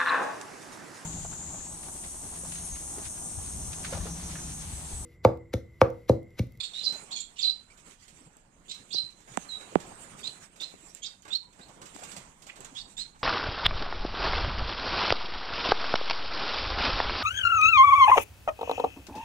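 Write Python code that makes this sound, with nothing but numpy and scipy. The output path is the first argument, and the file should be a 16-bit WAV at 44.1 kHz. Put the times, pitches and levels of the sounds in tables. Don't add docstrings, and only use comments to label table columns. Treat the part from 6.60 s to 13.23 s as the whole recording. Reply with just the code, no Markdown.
import sys
import numpy as np
from scipy import signal
from scipy.fft import rfft, irfft, next_fast_len
from scipy.io import wavfile
from scipy.ndimage import uniform_filter1d, map_coordinates

SR = 44100
rng = np.random.default_rng(int(sys.argv[2]) if len(sys.argv) > 2 else 0)


def generate_wav(signal):
    frames = np.transpose(np.atleast_2d(signal))
    scaled = np.clip(frames, -1, 1) * 32767
    pcm = np.round(scaled).astype(np.int16)
    wavfile.write(sys.argv[1], SR, pcm)


N = 292383
ONSET_S, ONSET_DB, FALL_DB = 0.011, 6, 14


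def amp(db):
    return 10 ** (np.asarray(db) / 20)


def unit(x):
    return x / np.sqrt(np.mean(x ** 2) + 1e-20)


def along(points, hz):
    f, v = np.transpose(points)
    return np.interp(np.log(hz + 1), np.log(f + 1), v)


def wobble(rate, size=N):
    knots = rng.standard_normal(int(size * rate / SR) + 4)
    return map_coordinates(knots, [np.arange(size) * rate / SR])


def filtered(x, response):
    m = next_fast_len(N + SR // 2)
    return irfft(rfft(x, m) * response(np.fft.rfftfreq(m, 1 / SR)), m)[..., :N]


def room(x, gap_s):
    # frequency in Hz, reverberation time (T60) in seconds.
    decay_times = [(200, 0.24), (2500, 0.31), (4200, 0.25), (7000, 0.23), (14000, 0.12)]
    hz, t, z = signal.stft(rng.standard_normal((2, SR // 2)), SR, nperseg=256)
    tail = signal.istft(z * amp(-60 * t / along(decay_times, hz)[:, None]), SR, nperseg=256)[1]
    tail = np.pad(tail / np.linalg.norm(tail[0]), ((0, 0), (round(gap_s * SR), 0)))
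    return signal.fftconvolve(x[None], tail, axes=1)


def chatter(peak_share=0.49, edge_db=12.5, breath_db=-21.5):
    # start and length in seconds, upper and lower pitch in Hz, upper and lower level in dB,
    # the lower voice's octave in dB.
    pairs = [(0, 0.017, 4250, 3620, -33, -31.5, -18), (0.023, 0.044, 4340, 3620, -38, -37, -15.5),
             (0.511, 0.016, 4210, 3580, -47.5, -43, -5.5), (0.552, 0.042, 4300, 3450, -37.5, -39, -6),
             (0.596, 0.027, 4340, 3600, -45.5, -44, 2.5), (0.836, 0.021, 4500, 3760, -44.5, -30.5, -25.5)]
    for s, length, upper, lower, upper_db, lower_db, octave in pairs:
        upper_voice, lower_voice = (-5, -19.5, -2), (-4.5, octave, -4.5)  # rasp, octave, room in dB
        for hz, db, voice in (upper, upper_db, upper_voice), (lower, lower_db, lower_voice):
            yield [(s, hz, db - edge_db, *voice),
                   (s + peak_share * length, hz, db, *voice),
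                   (s + length, hz, db - edge_db, *voice)], breath_db, 0


def chirps(octave_late_db=10.5, octave_fade_db=15.5, clear_top_db=3):
    # start, climb and fall-off in seconds; first, top and last pitch in Hz; top level, swell,
    # rasp, octave, room, breath and left port gain in dB.
    glides = [(0.134, 0.054, 0.059, 3547, 4010, 4080, -37.5, 2.5, -7, -25, -1.5, -19, 3.5),
              (.506, 0.021, 0.013, 3006, 4300, 4290, -32, 10, -13, -14, 1, -14, 5.5),
              (0.758, 0.029, 0.0068, 2726, 3020, 3160, -55, 1, -0.5, -5, 0.5, 1.5, 4),
              (2.081, 0.038, 0.021, 3426, 4030, 4120, -38, 8, -7, -6.5, -4, -9, 3),
              (3.629, 0.032, 0.039, 3210, 3940, 4270, -32, 9, -10, -11.5, -7.5, -14.5, 2),
              (3.998, 0.045, 0.013, 3400, 4040, 4180, -35, 3, -5, -32, -7, -15.5, 0.1),
              (4.283, 0.03, 0.009, 5050, 5900, 6000, -59, -2.5, -2, 0, -4, -14, -1),
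              (4.419, 0.032, 0.024, 3050, 3740, 3780, -38, 6.5, -6.5, -2.5, -3, -12, 2),
              (4.704, .056, 0.016, 3355, 4263, 4380, -24, 12.5, -11.5, -21, -11, -25, -1),
              (5.005, 0.033, 0.022, 3620, 4160, 4400, -52, 4.5, -7, -6, -4, -14, 1),
              (6.15, 0.04, 0.015, 3130, 3840, 3850, -36.5, 5, -9.5, -13.5, -5.5, -13, 0.1),
              (6.367, 0.055, 0.014, 3440, 4320, 4360, -34, 4.5, -11.5, -7, -6.5, -14, 0.1)]
    for s, climb, fall, low, top, last, db, swell, rasp, octave, wet, breath, left in glides:
        onset = min(0.012, climb / 2)
        yield [(s, low, db - swell - ONSET_DB, rasp, octave - octave_late_db, wet),
               (s + onset, low + (top - low) * onset / climb, db - swell, rasp, octave, wet),
               (s + climb, top, db, rasp - clear_top_db, octave - octave_fade_db, wet),
               (s + climb + fall, last, db - FALL_DB, rasp, octave - octave_fade_db, wet)], breath, left


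def loud_calls(lead_s=0.019, lead_hz=3600, leap_hz=5150, drop_hz=4886, breath_db=-33.5):
    # leap start, leap length and hold in seconds; held pitch in Hz; level ending the hold,
    # swell, lead-in level and leap level in dB; fade in seconds; room and left port gain in dB.
    calls = [(0.226, 0.039, 0.019, 4044, -33, -6.5, -46, -38, 0.011, 1, 1.5),
             (0.806, 0.028, 0.036, 4064, -21, 8, -37.5, -37.5, 0.019, -3.5, 0),
             (2.323, .033, .036, 4047, -23.5, 5, -41.5, -39, 0.0026, -3, 0)]
    lead_voice, leap_voice = (-6, -15, 0.92), (-1, -28.5, 0.41)  # rasp, octave, room in dB
    for s, leap, hold, hz, db, swell, lead_db, leap_db, fade, wet, left in calls:
        land, held_voice = s + leap, (-17.5, -35.5, wet)
        yield [(s - lead_s, lead_hz, lead_db - ONSET_DB, *lead_voice),
               (s - lead_s + ONSET_S, lead_hz, lead_db, *lead_voice),
               (s, lead_hz, lead_db, *lead_voice),
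               (s + 0.46 * leap, leap_hz, leap_db, *leap_voice),
               (s + 0.67 * leap, drop_hz, leap_db + 2.5, *leap_voice),
               (land, hz, db - swell, *held_voice),
               (land + hold, hz, db, *held_voice),
               (land + hold + fade, hz, db - FALL_DB, *held_voice)], breath_db, left


def peeps(glide_share=0.2, hold_share=0.88, breath_db=-29.5):
    # start and length in seconds, first and last pitch in Hz, level, rasp, octave, room in dB.
    short_notes = [(0.306, 0.022, 4444, 4030, -33, -23, -32, -8.5),
                   (0.89, 0.014, 4140, 3980, -20.5, -20, -37, -12.5),
                   (0.898, 0.029, 4630, 4680, -42, -5.5, -21.5, -3.5),
                   (1.099, 0.032, 2310, 2335, -61.5, -13, -9, -13),
                   (2.887, 0.087, 4114, 3880, -40.5, -20, -33, -2),
                   (3.614, 0.014, 4550, 4600, -56, -5, -32, -10),
                   (4.45, 0.028, 4620, 4660, -41.5, -1, -37, -7),
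                   (4.497, .045, 1370, 1440, -64.5, -24, -38, -9),
                   (4.817, 0.04, 940, 966, -57, -12.5, -33, -6),
                   (5.886, 0.027, 2720, 2474, -50, 0, -24, -11),
                   (6.184, 0.045, 4650, 4590, -49, -2, -28, -7.5)]
    for s, length, first, last, db, *voice in short_notes:
        yield [(s, first, db - ONSET_DB, *voice),
               (s + min(ONSET_S, glide_share * length / 2), first, db, *voice),
               (s + glide_share * length, last, db, *voice),
               (s + hold_share * length, last, db, *voice),
               (s + length, last, db - FALL_DB, *voice)], breath_db, 0


def syrinx(notes, waver_hz=45, scatter_hz=130, jitter_hz=300, throb_db=2.5, flap_hz=900):
    out = np.zeros((2, N + SR))
    for contour, breath_db, left_db in notes:
        s, hz, db, rasp_db, octave_db, wet_db = np.transpose(contour)
        t = np.arange(s[0], s[-1], 1 / SR)
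        n = len(t)
        rasp = np.minimum(amp(np.interp(t, s, rasp_db)), 1)
        pitch = np.interp(t, s, hz) + (waver_hz + scatter_hz * rasp) * wobble(300.3, n)
        pitch += jitter_hz * rasp ** 5 * wobble(1500, n)
        phase = 2 * np.pi * np.cumsum(pitch) / SR
        fade = np.clip(np.minimum(t - s[0], s[-1] - t) / 0.0025, 0, 1)
        throb = throb_db * wobble(150, n)
        shake = 1 + rasp * (0.75 * wobble(1000, n) + 0.27 * wobble(3500, n))
        flap_phase = 2 * np.pi * np.cumsum(flap_hz * (1 + 0.13 * wobble(90, n))) / SR
        shake += 0.66 * rasp * np.sin(flap_phase)
        octave = amp(np.interp(t, s, octave_db))
        tone = shake * (np.sin(phase) + octave * (np.sin(2 * phase) + 0.19 * np.sin(3 * phase)))
        breath_band = signal.butter(2, (2820, 5700), "band", fs=SR)
        breath = unit(signal.lfilter(*breath_band, rng.standard_normal(n)))
        note = fade * amp(np.interp(t, s, db) + throb + 1.5) * (tone + amp(breath_db) * breath)
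        note = signal.lfilter(*signal.butter(4, 0.49 * hz.min(), "high", fs=SR), note)
        heard = room(amp(np.interp(t, s, wet_db)) * note, gap_s=0.003)
        heard[:, :n] += note
        perch_lag = round(rng.normal(0, 0.0001) * SR)
        heard[0] = amp(left_db) * np.roll(heard[0], perch_lag)
        out[:, round(s[0] * SR):][:, :heard.shape[1]] += heard
    return out[:, :N]


def rush(spectrum, patchy_db):
    # frequency in Hz, left-right correlation.
    correlation = [(60, 0.77), (240, 0.85), (950, 0.031), (3770, -0.067), (15000, -0.52)]
    z = signal.stft(rng.standard_normal((2, N)), nperseg=512)[2]
    patches = uniform_filter1d(rng.standard_normal(z.shape[1:]), size=6, axis=0)
    patches = uniform_filter1d(patches, size=8, axis=1)
    pair = signal.istft(z * amp(patchy_db * unit(patches)), nperseg=512)[1][:, :N]
    turn = lambda hz: np.arccos(np.clip(along(correlation, hz), -1, 1)) / 2
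    mid, side = filtered(pair, lambda hz: amp(along(spectrum, hz)) * [np.cos(turn(hz)), np.sin(turn(hz))])
    return unit(np.array([mid + side, mid - side]))


def flock():
    # time in seconds, relative levels of wing air and of rustle in dB.
    stir = [(0.0, -67.5, -61.5), (0.22, -61, -58), (0.35, -56, -55), (0.5, -56, -60), (0.7, -66, -69),
            (1.0, -65, -66.5), (1.301, -64.5, -64), (1.42, -70.5, -65.5), (1.59, -62, -62.5),
            (1.72, -64, -72.5), (1.9, -67, -76), (2.23, -60.5, -63.5), (2.6, -65, -68.5), (2.75, -59, -59),
            (3.19, -50, -59), (3.599, -52.5, -56.5), (3.8, -55.5, -60.5), (3.92, -65, -67),
            (4.25, -60.5, -61), (4.78, -71, -74), (5.1, -56, -63), (5.3, -58, -63.5), (5.43, -54.5, -58),
            (5.6, -53.5, -56), (5.68, -56.5, -64.5), (5.75, -65, -65.5), (6.04, -55, -67.5),
            (6.2, -61.5, -63), (6.63, -61.5, -67.5)]
    # frequency in Hz, relative level in dB.
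    wing_spectrum = [(60, -15), (150, -3), (250, -4.5), (500, -6.5), (1000, -7), (1800, -15.5), (3500, -25),
                     (8000, -36.5)]
    rustle_spectrum = [(300, -13.5), (1000, -4), (2500, -2.5), (5000, -9), (9000, -2.5), (11000, -11),
                       (15500, -13.5)]
    rumble_spectrum = [(12, -43.5), (20, 11.5), (129, -3.5), (166, 3), (331, -7), (400, -28.5), (520, -35),
                       (880, -120)]
    s, wing_db, rustle_db = np.transpose(stir)
    t = np.arange(N) / SR
    wings = amp(np.interp(t, s, wing_db) + 1.2 * wobble(35)) * rush(wing_spectrum, patchy_db=3)
    rustle = amp(np.interp(t, s, rustle_db) + 3 + 2.9 * wobble(30)) * rush(rustle_spectrum, patchy_db=3.5)
    rumble = amp(-65 + wobble(0.5)) * rush(rumble_spectrum, patchy_db=1.5)
    return wings + rustle + rumble


def puffs_and_hum(half_length_s=0.011, relative_width=0.22):
    # time in seconds, level in dB, centre frequency in Hz.
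    bursts = [(0.332, -50.5, 190), (0.241, -53, 545), (.27, -53, 190), (.3, -52.5, 555), (.36, -51, 557),
              (1.281, -58, 249), (1.62, -54.5, 283), (1.674, -50, 172), (2.354, -47.5, 166),
              (2.435, -56, 149), (2.7, -60, 163), (2.725, -51, 130), (3.13, -45.5, 450),
              (4.149, -51.5, 200), (4.24, -57, 300), (4.687, -61, 180), (4.729, -55, 260), (5.0, -51, 250),
              (5.356, -48, 280), (5.395, -50, 696), (5.432, -44, 650), (5.446, -50, 200), (5.535, -50, 179),
              (5.57, -45.5, 704), (5.58, -49.5, 166), (5.97, -66, 280), (6.061, -58, 280),
              (6.13, -52.5, 273), (5.975, -51.5, 950), (6.04, -56, 930), (6.15, -55, 930),
              (6.56, -53.5, 890), (6.62, -53.5, 895)]
    out, t = np.zeros(N + SR), np.arange(SR // 10) / SR
    bell = np.exp(-((t - t.mean()) / half_length_s) ** 2)
    for s, db, hz in bursts:
        band = signal.lfilter(*signal.iirpeak(hz, 1 / relative_width, fs=SR), rng.standard_normal(len(t)))
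        out[round(s * SR) - len(t) // 2:][:len(t)] += amp(db) * unit(band) * bell
    return out[:N]


def taps(t60_s=0.057, tick_t60_s=0.022):
    # start in seconds, relative level in dB, relative weight of the thud in dB.
    contacts = [(0.323, -32.5, -6), (1.174, -45, -7), (1.306, -45, -9), (1.48, -41, -31), (1.769, -56, 2),
                (2.141, -37.5, -26), (2.5033, -46.5, -33), (2.6018, -46.5, -12), (2.675, -50.5, 5.5),
                (2.737, -40.5, -1.5), (2.846, -49.5, 7.5), (3.007, -39, -0.5), (3.2, -34, -8),
                (3.9581, -40.5, -10), (4.0081, -32, -9), (4.349, -43, -33), (4.3641, -44, -19),
                (4.6243, -48, -18), (4.6497, -44.5, 4.5), (4.6789, -39.5, 1.5), (4.927, -48, -20),
                (4.9896, -50.5, 4.5), (5.0828, -45, -23), (5.215, -35, -5), (5.2553, -35.5, -10),
                (5.3459, -37.5, -15), (5.387, -38.5, -9), (5.435, -29.5, -9), (5.515, -32, -11),
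                (5.5639, -29, -27), (5.82, -38.5, -31), (5.8657, -35.5, -9.5), (5.957, -38.5, -8),
                (6.0053, -39.5, -5), (6.0455, -33.5, -9), (6.091, -58, -16), (6.1383, -51, -25),
                (6.3761, -39, -6), (6.592, -47, -18)]
    out, t = np.zeros((2, N + SR)), np.arange(SR // 8) / SR
    bright = signal.butter(1, [1300, 9000], "band", fs=SR)
    dull = signal.butter(2, [150, 1800], "band", fs=SR)
    swell = amp(-60 * t / t60_s) * (1 - np.exp(-t / 0.0044))
    for s, db, thud_db in contacts:
        hiss = signal.lfilter(*bright, rng.standard_normal(len(t)))
        thud = signal.lfilter(*dull, rng.standard_normal(len(t)))
        tick = amp(-19.5 - 0.22 * thud_db - 60 * t / tick_t60_s)
        burst = amp(db - 2) * ((swell + tick) * hiss + swell * amp(thud_db + 13) * thud)
        heard = amp(-8 - 0.17 * db) * room(burst, gap_s=0.0051)
        heard[:, :len(t)] += burst
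        out[:, round(s * SR):][:, :heard.shape[1]] += heard
    return out[:, :N]


def finger_knocks(dispersion=0.053, tick_hz=7500, tick_width_hz=3000, room_db=-32):
    # time in seconds, relative level in dB, softness corner in Hz, relative nail tick in dB,
    # left minus right in dB, ratio by which the grip retunes the second mode.
    knocks = [(1.763, -51, 390, -35, 21.5, 0.87), (2.343, -32, 460, -43, 15, 1.17),
              (2.7724, -15, 1450, -1, -21, 0.75), (3.1544, -3.5, 590, -25.5, -22, 1.19),
              (4.137, -39, 318, -38, 20, 1.07), (5.361, -35.5, 1500, -20, 28, 0.75)]
    # mode frequency in Hz, bandwidth in Hz, gain in dB.
    case_modes = [(169, 33, 4), (325, 187, 8.5), (777, 180, 14.5), (1450, 3500, 5.5)]
    out, bodies = np.zeros((2, N)), np.zeros(N)
    impulse = np.eye(1, N)[0]
    ring = lambda f, hz, width: 1j * f * width / (hz * hz - f * f + 1j * f * width)
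    nail = lambda f: ring(f, tick_hz, tick_width_hz) ** 2 / (1 + (f / 9500) ** 6)
    for s, db, soft_hz, tick_db, pan_db, grip in knocks:
        tuned = [(hz * grip, width * grip ** 2, gain) if k == 1 else (hz, width, gain)
                 for k, (hz, width, gain) in enumerate(case_modes)]
        modes = lambda f: sum((-1) ** k * amp(gain) * ring(f, hz, width)
                              for k, (hz, width, gain) in enumerate(tuned))
        travel = lambda f: np.exp(-2j * np.pi * (f * s + 2 * dispersion * np.sqrt(f)))
        body = filtered(impulse, lambda f: modes(f) * travel(f) / (1 + 1j * f / soft_hz) ** 2)
        tick = filtered(impulse, lambda f: nail(f) * travel(f))
        body = amp(db + 2) * body / np.abs(body).max()
        tick = amp(db + 2.5 + tick_db) * tick / np.abs(tick).max()
        out += (body + tick) * amp([[min(pan_db, 0)], [min(-pan_db, 0)]])
        bodies += body
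    return out + amp(room_db) * room(bodies, gap_s=0.00299)[:, :N]


def beak_ticks(t60_s=0.012, room_db=-11.5):
    # start in seconds, level in dB, ring frequency in Hz.
    pecks = [(1.7688, -49.5, 7570), (4.349, -36.5, 7440), (4.622, -49.5, 6800), (5.364, -45, 6600),
             (6.0056, -42, 7640), (6.0475, -39, 6750)]
    out, t = np.zeros((2, N + SR)), np.arange(SR // 20) / SR
    for s, db, hz in pecks:
        crack = np.diff(rng.standard_normal(len(t) + 1))
        tick = amp(db - 60 * t / t60_s) * (np.sin(2 * np.pi * hz * t) + 0.53 * crack)
        heard = amp(room_db) * room(tick, gap_s=0.0029)
        heard[:, :len(t)] += tick
        out[:, round(s * SR):][:, :heard.shape[1]] += heard
    return out[:, :N]


def scene(left_lag_s=0.000354):
    # frequency in Hz, gain in dB.
    left_port = [(60, 0), (700, -1.5), (1300, -4), (2500, -6), (4400, -10), (8000, -5.5), (11000, -8),
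                 (15000, -10)]
    right_port = [(60, 0.5), (700, 0), (2500, 3.5), (4000, 4), (5500, 3.5), (7600, 12), (9000, 3),
                  (9800, -2), (15000, -7.5)]
    ports = lambda hz: amp([along(left_port, hz), along(right_port, hz)])
    left_late = lambda hz: np.exp(-2j * np.pi * hz * np.array([[left_lag_s], [0]]))
    song = syrinx([*chirps(), *loud_calls(), *chatter(), *peeps()])
    airborne = filtered(song + taps() + beak_ticks() + puffs_and_hum(), left_late) + flock()
    return filtered(airborne, ports) + filtered(finger_knocks(), left_late)


def record(dry, top_hz=15600):
    return filtered(dry, lambda hz: hz < top_hz)


dry = scene()
out = record(dry)
generate_wav(out)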